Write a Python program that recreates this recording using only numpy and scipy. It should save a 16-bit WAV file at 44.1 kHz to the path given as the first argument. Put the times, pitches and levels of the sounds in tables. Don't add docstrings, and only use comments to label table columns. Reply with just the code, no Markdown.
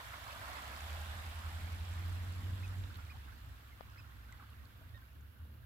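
import sys
import numpy as np
from scipy import signal
from scipy.io import wavfile
from scipy.ndimage import uniform_filter1d

SR = 44100
rng = np.random.default_rng(int(sys.argv[2]) if len(sys.argv) > 2 else 0)


def to_wav(s):
    ch = np.atleast_2d(s).T
    pcm = np.round(np.clip(ch, -1, 1) * 32767)
    wavfile.write(sys.argv[1], SR, pcm.astype(np.int16))


def invert_db(x):
    u = np.asarray(x, float) / 20
    return 10 ** u


N = 249165
T = np.arange(N) / SR
SPACING_M, SOUND_SPEED = 0.18, 343


def evened(x):
    return x / np.sqrt(np.mean(x ** 2) + 1e-20)


def read(points, hz):
    f, value = np.transpose(points)
    return np.interp(np.log(hz + 1), np.log(f + 1), value)


def curves(rows, t):
    s, *columns = np.transpose(rows)
    return [np.interp(t, s, c) for c in columns]


def follow(control_db, base_db, share):
    return invert_db(base_db + share * control_db)


def drift(t, lo_hz, hi_hz):
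    total = np.zeros(len(t))
    for f in np.geomspace(lo_hz, hi_hz, num=24):
        total += np.sin(2 * np.pi * (f * t + rng.random())) / np.sqrt(f)
    return evened(total)


def add(mix, s, sound, pan_db, lag=0):
    for ear, side, late in ((0, 0.31, max(lag, 0)), (1, -0.87, max(-lag, 0))):
        part = mix[ear, round(s * SR) + late:][:len(sound)]
        part += invert_db(side * pan_db) * sound[:len(part)]


# f/Hz, left minus right level/dB
EAR_BALANCE = [(60, -1.5), (120, -1.5), (240, -3.5), (480, -3.0), (950, -2.5), (1890, -2.5), (3770, -3.5),
               (7520, -2.5), (15000, -2.5)]


def hiss(colour, size, patchy_db, flicker_db, tilt=0, spread=1):
    hop, hz = size // 4, np.fft.rfftfreq(size, 1 / SR)
    frames = N // hop + 5
    a, b, c, d, patches, flicker = rng.standard_normal((frames, len(hz), 6)).T
    patches = uniform_filter1d(patches, size=size // 100 + 1, axis=0)
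    patches = evened(uniform_filter1d(patches, size=2048 // hop + 1, axis=1))
    flicker = evened(uniform_filter1d(flicker, size=size // 8, axis=0))
    same = np.sinc(2 * hz * SPACING_M * spread / SOUND_SPEED)[:, None] * .97
    left = a + 1j * b
    right = same * left + np.sqrt(1 - same ** 2) * (c + 1j * d)
    tilt_db = np.interp(np.arange(frames) * hop, np.arange(N), tilt * np.ones(N))
    slope = np.log2((hz[:, None] + 50) / 1500) * tilt_db
    balance = read(EAR_BALANCE, hz)[:, None] * np.array([.5, -.5])[:, None, None]
    level = read(colour, hz)[:, None] + slope + patchy_db * patches + flicker_db * flicker + balance
    z = np.array([left, right]) * invert_db(level)
    return evened(signal.istft(z, nperseg=size, noverlap=size - hop)[1][:, :N])


def bubble(hz, ring_s, rise, onset=0.086):
    u = np.arange(round(2.1 * ring_s * SR) + 8) / (ring_s * SR)
    tone = np.sin(2 * np.pi * hz * ring_s * (u + rise * u ** 2 / 2))
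    return tone * invert_db(-40 * u) * np.minimum(u / onset, 1)


def swarm(lo_hz, hi_hz, cycles, per_s, spread_db, count, wide=1):
    out = np.zeros((2, N))
    for hz, shape, way in zip(np.geomspace(lo_hz, hi_hz, num=count), *rng.random((2, count))):
        strength = invert_db(spread_db * np.minimum(rng.exponential(1, N), 4))
        train = strength * (rng.random(N) < per_s / count / SR)
        ring = bubble(hz, cycles * (0.52 + 1.39 * shape) / hz, .5 * shape)
        lag = round((1 - 2 * wide * way) * SPACING_M / SOUND_SPEED * SR)
        add(out, 0, signal.oaconvolve(train, ring)[:N], -3, lag)
    return evened(out)


# f/Hz, level/dB per Hz
WASH_COLOUR = [(290, -57), (500, -20.5), (652, -10.5), (1110, -3.5), (1500, -2), (2440, -7.5), (3460, -5.5),
               (5160, -14), (6490, -17), (7510, -17), (9000, -38), (11700, -20), (19800, -120)]


def wash(wave_db):
    water = hiss(WASH_COLOUR, size=512, patchy_db=1.45, flicker_db=-0.1, tilt=-2.15)
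    bubbles = swarm(1405, 5190, 10.8, 900., 2.3, count=20, wide=0.44)
    return follow(wave_db, -51.5, 1.123) * (water + 0.45 * bubbles)


# f/Hz, level/dB per Hz
FOAM_COLOUR = [(2940, -7.5), (5000, -1.5), (6490, -7.5), (7510, 1), (8230, -1.5), (15100, -1), (15900, -24)]


def foam(wave_db):
    fizz = hiss(FOAM_COLOUR, size=256, patchy_db=1.0, flicker_db=2.5)
    bubbles = swarm(5700, 13800, 1.8, 600., 3.5, count=16, wide=.45)
    return follow(wave_db, -61, 1.3) * (fizz + 0.63 * bubbles)


def plunge(wave_db):
    return follow(wave_db, -56.5, 2.6) * swarm(578, 1020, 10.1, 1100., 0.76, count=14, wide=0.38)


# t/s, peak level/dB
SPURTS = [(.01, -51.5), (.14, -51.5), (.28, -52), (.43, -53), (.48, -56), (.57, -55), (1.98, -60),
          (2.28, -83), (2.985, -57), (3.29, -59), (3.81, -66), (3.96, -62), (4.07, -72), (4.33, -67),
          (4.41, -66), (4.59, -85), (4.97, -63), (5.04, -68)]


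def trickle(wave_db):
    rise_s, fall_s = 0.0087, 0.019
    gain = follow(wave_db, -56.5, 3.5)
    gain += invert_db(-70.5) * np.exp(-((T - 4.34) / 0.78) ** 2)
    for s, db in SPURTS:
        gain += invert_db(db) * np.exp(-abs(T - s) / np.where(T < s, rise_s, fall_s))
    return gain * swarm(968, 2118, 15., 600., 1.3, count=20, wide=0.4)


# t/s, level/dB below its crest
WAVE_STRENGTH = [(0, -2), (.3, -1), (.55, 0), (1.0, -0.5), (1.35, -2), (1.6, -2.5), (1.8, -3.5),
                 (2.05, -3.5), (2.7, -6), (3.15, -9), (3.7, -12), (4.1, -12.5), (4.5, -13.5), (5.0, -15),
                 (5.25, -18), (5.65, -18.5)]


def wave():
    wave_db = curves(WAVE_STRENGTH, T)[0]
    return wash(wave_db) + foam(wave_db) + plunge(wave_db) + trickle(wave_db)


# t/s, peak level/dB, f/Hz, left minus right level/dB
SLAPS = [(0.002, -41, 1350, -5), (0.141, -35, 1520, -2.5), (0.279, -40, 1540, 1), (0.424, -46, 630, -2.5),
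         (0.526, -40, 964, -0.5), (0.569, -36.5, 1370, -4), (0.708, -41, 1540, -3.5), (1.243, -49, 903, 0),
         (1.773, -51, 1362, -10), (2.023, -46, 958, -3.0), (2.573, -52, 1339, -6)]


def slaps():
    out = np.zeros((2, N))
    for s, db, hz, pan_db in SLAPS:
        for pitch in (0.56, 0.95, 1.395):
            add(out, s, invert_db(db - 8.0) * bubble(hz * pitch, .012, 0.097), pan_db, lag=18)
    return out


# t/s, peak level/dB, f/Hz, left minus right level/dB
BUBBLES = [(0.349, -47, 1220, 0), (0.489, -50, 730, -4.5), (2.268, -48.5, 1630, -3.5),
           (2.739, -54, 2027, -7), (2.955, -55, 1490, -5), (2.989, -49.5, 1430, -3), (3.139, -55, 779, -5),
           (3.03, -57, 1410, 0), (3.32, -51.5, 1570, -3), (3.725, -59, 2110, -6), (4.812, -61, 1480, -4),
           (3.49, -59, 1890, -4), (3.685, -59, 2450, -4), (5.158, -62, 1700, -4), (3.378, -57, 1910, -4),
           (3.412, -63, 1440, -3.5), (3.58, -67, 1310, -3.5), (3.69, -59, 1174, -3), (3.782, -55, 1200, -1),
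           (3.8645, -65, 1700, -4), (4.6, -59, 1880, -4), (.425, -52, 1150, -2.5), (.444, -43, 1307, -2.5),
           (.478, -48, 1410, -2.5), (.59, -47, 1500, -2.5), (.36, -46, 1500, -2.5), (.95, -48, 835, -2.5),
           (1.01, -47, 822.5, -1), (1.02, -47, 1600, -2.5), (1.435, -49, 1325, -7), (1.46, -48, 1324, -3),
           (1.51, -48.5, 885, -3), (4.042, -52.5, 1440, 1), (4.119, -60, 2000, -6), (4.29, -50.5, 1505, -1),
           (4.834, -57, 1630, -4.5), (5.229, -62, 1410, -4), (5.629, -65, 1640, -11)]


def large_bubbles():
    out = np.zeros((2, N))
    for s, db, hz, pan_db in BUBBLES:
        ring_s = 0.045 * min((hz / 1400) ** -0.62, 1.1)
        add(out, s, invert_db(db - 2) * bubble(hz * .97, ring_s, 0.085), pan_db, lag=5)
    return out


# t/s, level/dB, from f/Hz, to f/Hz, length t/s
GURGLES = [(3.111, -54, 1274, 967, 0.019), (3.275, -56, 1600, 1400, 0.025), (2.9, -54, 1230, 1800, 0.022),
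           (3.154, -54, 800, 960, 0.014), (4.7, -59, 1450, 1670, 0.016), (4.386, -64, 820, 810, 0.035),
           (4.44, -66, 1480, 1800, 0.012), (4, -71, 1140, 1290, 0.0091), (3.4, -63, 1240, 1130, 0.017),
           (3.93, -59, 1470, 1350, .03), (4.3247, -50, 2060, 1930, .01), (4.397, -51.5, 1400, 1150, 0.018),
           (4.3972, -53, 1700, 1500, 0.006), (4.422, -52, 1620, 1450, 0.009),
           (4.425, -53, 1000, 1450, 0.022), (4.316, -57, 1000, 1250, 0.018),
           (4.486, -57, 1200, 1230, 0.014), (4.519, -57.5, 1080, 1500, 0.026),
           (3.996, -56, 1500, 1420, .014), (4.585, -63, 1240, 1220, .014), (5.02, -59.5, 1600, 1500, .02),
           (4.947, -61, 570, 580, .02), (4.455, -59, 1400, 1700, .01), (4.3, -59, 1650, 1500, .012),
           (4.335, -60, 1800, 1900, .012), (4.19, -60, 1350, 1500, .014), (3.8, -69, 1200, 1200, 0.059),
           (3.7, -62, 1550, 1300, .025), (5.4, -60, 1300, 1500, 0.0072), (4.435, -63, 890, 880, 0.017),
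           (4.164, -64, 1690, 1500, 0.013), (3.6, -65, 1310, 1480, .012), (4.1, -61, 1100, 1070, 0.018),
           (4.53, -54.5, 2930, 2620, 0.007), (3.6, -65, 1600, 1300, 0.012), (4.809, -59.5, 616, 680, .028)]


def gurgles():
    out = np.zeros((2, N))
    for s, db, from_hz, to_hz, length in GURGLES:
        u = np.linspace(0, 1, round(length * SR))
        tone = np.sin(2 * np.pi * np.cumsum(from_hz + (to_hz - from_hz) * u) / SR)
        tone *= 1 + .22 * evened(uniform_filter1d(rng.standard_normal(len(u)), size=90))
        envelope = np.interp(u, [0, .08, .6, 1], [0, 0.38, 0.3, 0.08])
        add(out, s, np.sqrt(2) * invert_db(db) * tone * envelope, -3, lag=4)
    return out


# t/s, peak level/dB, f/Hz, left minus right level/dB
TICKS = [(.131, -58, 4720, 3), (.279, -45, 4730, -2.5), (.328, -46, 4500, -3), (.533, -47, 5470, -3),
         (.709, -53, 4630, -7), (.764, -44, 4990, -6), (.807, -44, 6500, -3), (1.005, -50, 5040, -3.5),
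         (1.313, -53, 5000, -7), (1.938, -48, 7400, -8), (2.061, -46, 4800, -1.5), (2.337, -49, 4535, -6),
         (2.6796, -51, 6368, -7), (2.838, -44.5, 3785, -3), (2.944, -45, 3812, -3), (2.957, -49, 3980, -10),
         (3.051, -55, 5670, -5), (3.9005, -56, 5600, -5), (4.11, -55, 3600, -6), (4.325, -50.5, 7400, -6),
         (4.3248, -56, 3900, -7), (4.3249, -59, 5600, -5), (4.38, -57, 4120, -7), (4.503, -60, 8500, -8),
         (4.655, -59, 4270, -14), (4.893, -59, 4620, -6), (4.977, -56.5, 4970, -2.5),
         (5.004, -60, 4360, -3), (5.21, -65, 6600, -11)]


def foam_ticks():
    out = np.zeros((2, N))
    for s, db, hz, pan_db in TICKS:
        add(out, s, invert_db(db + 1.5) * bubble(hz, .003, .1), pan_db, lag=2)
        add(out, s, invert_db(db - 2.5) * bubble(1.5 * hz, .001, .1), pan_db, lag=2)
    return out


# t/s, peak level/dB, f/Hz, left minus right level/dB
PRICKS = [(0.0203, -55, 13700, -1.5), (0.0661, -52, 13000, -1.0), (0.2452, -54, 11500, -1.0),
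          (1.0039, -45, 12100, -3.0), (1.5129, -53, 9270, -2.0), (2.0819, -45, 13000, -2.5),
          (2.6584, -54, 10500, -2.0), (2.6902, -50, 9880, -1.0), (2.7564, -53, 11300, -2.5),
          (2.9531, -51, 15000, -2.5), (2.972, -47, 11500, -1.5), (3.0936, -56, 11400, -1.0),
          (3.4899, -58, 14300, -2.0), (4.3239, -57, 8130, -2.5), (4.3454, -63, 11900, -2.5),
          (4.3774, -60, 14700, -1.5)]


def foam_pricks():
    out = np.zeros((2, N))
    for s, db, hz, pan_db in PRICKS:
        add(out, s, invert_db(db + 5.0) * bubble(hz, 0.0013, .1), pan_db, lag=18)
    return out


# t/s, peak level/dB, left minus right level/dB
KNOCKS = [
    (3.8069, -36.5, 21),
    (5.4515, -56, 10),
]


def knocks():
    out = np.zeros((2, N))
    ms = np.arange(300) / SR * 1000 - 2
    push = -np.exp(-(ms / .21) ** 2) * (1 - .2 * np.cos(2 * np.pi * 4.0 * ms))
    push += .15 * np.exp(-((abs(ms) - .65) / .22) ** 2)
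    push -= .26 * np.exp(-((ms - 1.45) / .3) ** 2)
    for s, db, pan_db in KNOCKS:
        add(out, s, invert_db(db) * push, pan_db)
    return out


# t/s, length t/s, top f/Hz, level/dB, octave level/dB
BIRDS = [
    (0.297, 0.046, 2650, -61, -14),
    (0.552, 0.05, 2620, -58.5, -14),
    (1.254, 0.034, 2680, -64, -16),
    (2.624, 0.041, 2590, -56, -19),
    (3.09, 0.04, 2506, -58, -17),
    (3.709, 0.0355, 2160, -68.5, -23),
    (3.971, 0.041, 2620, -61, -10),
    (4.926, 0.062, 1880, -64, -9),
]


def birds():
    out = np.zeros((2, N))
    for s, length, hz, db, octave_db in BIRDS:
        lead = .55 * (hz > 2000)
        u = np.linspace(0, 1, round(length * SR))
        start, step = (.74, .83) if lead else (.97, .97)
        pitch = np.interp(u, [0, .2, .28, .55, .8, 1], [start, step, .97, 1, .965, .86])
        turns = np.cumsum(hz * pitch) / SR
        envelope = np.interp(u, [0, .06, .21, .27, .45, .85, 1], [0, lead, lead, .9, 1, .7, 0])
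        breath = np.sqrt(2) * invert_db(db) * envelope
        overtones = np.sin(4 * np.pi * turns) + invert_db(-17) * np.sin(6 * np.pi * turns)
        add(out, s, breath * np.sin(2 * np.pi * turns), -2.5, lag=20)
        add(out, s, breath * np.minimum(u / 0.16, 1) * invert_db(octave_db) * overtones, -8.5, lag=20)
    return out


def engine(rows, orders, parts, waver_db, swells=()):
    t = np.arange(0, N / SR + .02, .01)
    hz, load_db = curves(rows, T)
    turns, out = np.cumsum(hz) / SR / parts, np.zeros(N)
    for k, db in orders.items():
        air_db = waver_db * drift(t, 0.84, 4.0)
        for order, s, gain_db in swells:
            if round(order) == k:
                air_db += gain_db * np.exp(-((t - s) * k / 0.85) ** 2)
        out += invert_db(db + np.interp(T, t, air_db)) * np.sin(2 * np.pi * (k * turns + rng.random()))
    return np.sqrt(2) * invert_db(load_db) * out


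# t/s, firing f/Hz, load level/dB
BIG_ENGINE = [(0, 72.5, -70), (.65, 76.94, -69), (.9, 78.46, -47), (1.35, 81.7, -47.5), (1.65, 84.8, -43),
              (1.9, 87.1, -44), (2.07, 88.6, -40), (2.25, 90.3, -43), (2.5, 92.46, -41.5),
              (2.8, 94.16, -42.5), (2.9, 93.2, -51.5), (3.05, 92.96, -51), (3.2, 94, -94)]
BIG_ORDERS = {4: -17.5, 5: -38, 6: -25, 8: 0, 9: -17.5, 10: -25, 11: -44, 12: -52, 13: -36.5, 14: -32.5, 15:
              -28.5, 16: -29, 18: -40, 19: -29.5, 21: -28, 28: -35, 31: -35.5, 41: -38.5}
# t/s, firing f/Hz, load level/dB
SMALL_ENGINE = [
    (0, 61.3, -64),
    (.4, 64, -57),
    (1, 68.1, -52.5),
    (1.9, 75.1, -50.5),
    (2.75, 81.2, -55.5),
    (3, 77, -51),
    (3.4, 65.5, -54),
    (3.6, 62, -62),
    (3.8, 58, -90),
]
SMALL_ORDERS = {4: -12, 6: 0, 12: -26}
# t/s, strongest line f/Hz, load level/dB
DRONE = [
    (0, 90, -110),
    (2.2, 95, -85),
    (2.5, 95.5, -68),
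    (3.6, 98.5, -68),
    (4, 102, -68),
    (4.6, 106.6, -68),
    (5.25, 109.3, -68),
    (5.33, 109.7, -86),
    (5.41, 110, -68),
    (5.65, 111, -68),
]
DRONE_ORDERS = {3: -6, 5: 0, 6: 0, 7: -3, 8: -5, 9: 0, 12: -7}
# order in ninths, t/s, gain level/dB
SWELLS = [(5, 2.8, 13), (5, 3.4, 9), (5, 4.25, 11), (5, 5.05, 8), (9, 3.3, 5), (9, 4, 12), (9, 4.5, 9),
          (9, 5.5, 7), (6, 3.72, 7), (6, 4.52, 14), (6, 5.21, 14), (6, 5.5, 12), (7, 4.9, 13),
          (8, 4.65, 8)]


def engines():
    lines = engine(BIG_ENGINE, BIG_ORDERS, parts=8, waver_db=.5)
    lines += engine(SMALL_ENGINE, SMALL_ORDERS, parts=6, waver_db=.5)
    lines += engine(DRONE, DRONE_ORDERS, parts=9, waver_db=1.2, swells=SWELLS)
    out = np.zeros((2, N))
    add(out, 0, lines, -1.4, lag=-15)
    return out


def intake_whistle():
    colour = [(6800, -50), (7250, -4), (7450, 0), (7650, -4), (8100, -50)]  # f/Hz, level/dB per Hz
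    load_db = curves(BIG_ENGINE, T)[1]
    return invert_db(np.minimum(load_db, -48) - 30.5) * hiss(colour, size=512, patchy_db=1.2, flicker_db=.8)


# f/Hz, level/dB per Hz
ROAR_COLOUR = [(12, -52), (20, -29), (32, -30), (46, -34), (65, 2.5), (113, 0.5), (123, -14.5),
               (134, -10.5), (150, -22), (200, -46), (330, -120)]


def road_roar(effort_db):
    coarse = T[::441]
    gusts_db = 2.5 * np.interp(T, coarse, drift(coarse, 2.5, 7.5))
    roar = hiss(ROAR_COLOUR, size=4096, patchy_db=-2.0, flicker_db=-1.0, spread=3.55)
    return follow(effort_db, -55.5, 0.54) * invert_db(gusts_db) * roar


# f/Hz, level/dB per Hz
RASP_COLOUR = [(76, -29), (130, -3.5), (157, -8.5), (231, -5), (355, -12.5), (398, -18), (471, -14),
               (520, -14.5), (680, -28), (1140, -120)]


def exhaust_rasp(effort_db):
    rasp = hiss(RASP_COLOUR, size=2048, patchy_db=0.9, flicker_db=1.1, spread=1.82)
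    return follow(effort_db, -64.5, 0.73) * rasp


# t/s, effort level/dB
EFFORT = [(0, -7), (.55, 0.5), (1.3, -2), (1.9, 0), (2.35, 5.5), (2.8, 5), (3.05, -2), (3.6, -6), (4.8, -5),
          (5.2, -6.5), (5.33, -7), (5.46, -2), (5.65, -6)]


def traffic():
    effort_db = curves(EFFORT, T)[0]
    return engines() + intake_whistle() + road_roar(effort_db) + exhaust_rasp(effort_db)


# f/Hz, level/dB per Hz
CALM_COLOUR = [(250, -42), (420, -17), (683, -4), (737, -11), (1600, -0.5), (1750, -10), (2170, -20),
               (2680, -12), (2810, -6), (3270, -19), (8520, -28.5), (11400, -10.5), (15900, -11.5)]


def calm():
    return invert_db(-68) * hiss(CALM_COLOUR, size=1024, patchy_db=1.0, flicker_db=-0.5)


def scene():
    water = wave() + slaps() + large_bubbles() + gurgles() + foam_ticks() + foam_pricks()
    return water + knocks() + birds() + traffic() + calm()


def top_cut(x):
    return signal.sosfilt(signal.butter(12, 15795, fs=SR, output="sos"), x)


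def record(dry):
    lowpass = signal.firwin(1023, 15900, window=("kaiser", 9), fs=SR)
    limited = signal.oaconvolve(dry, lowpass[None], "same")
    return top_cut(limited)


dry = scene()
out = record(dry)
to_wav(out)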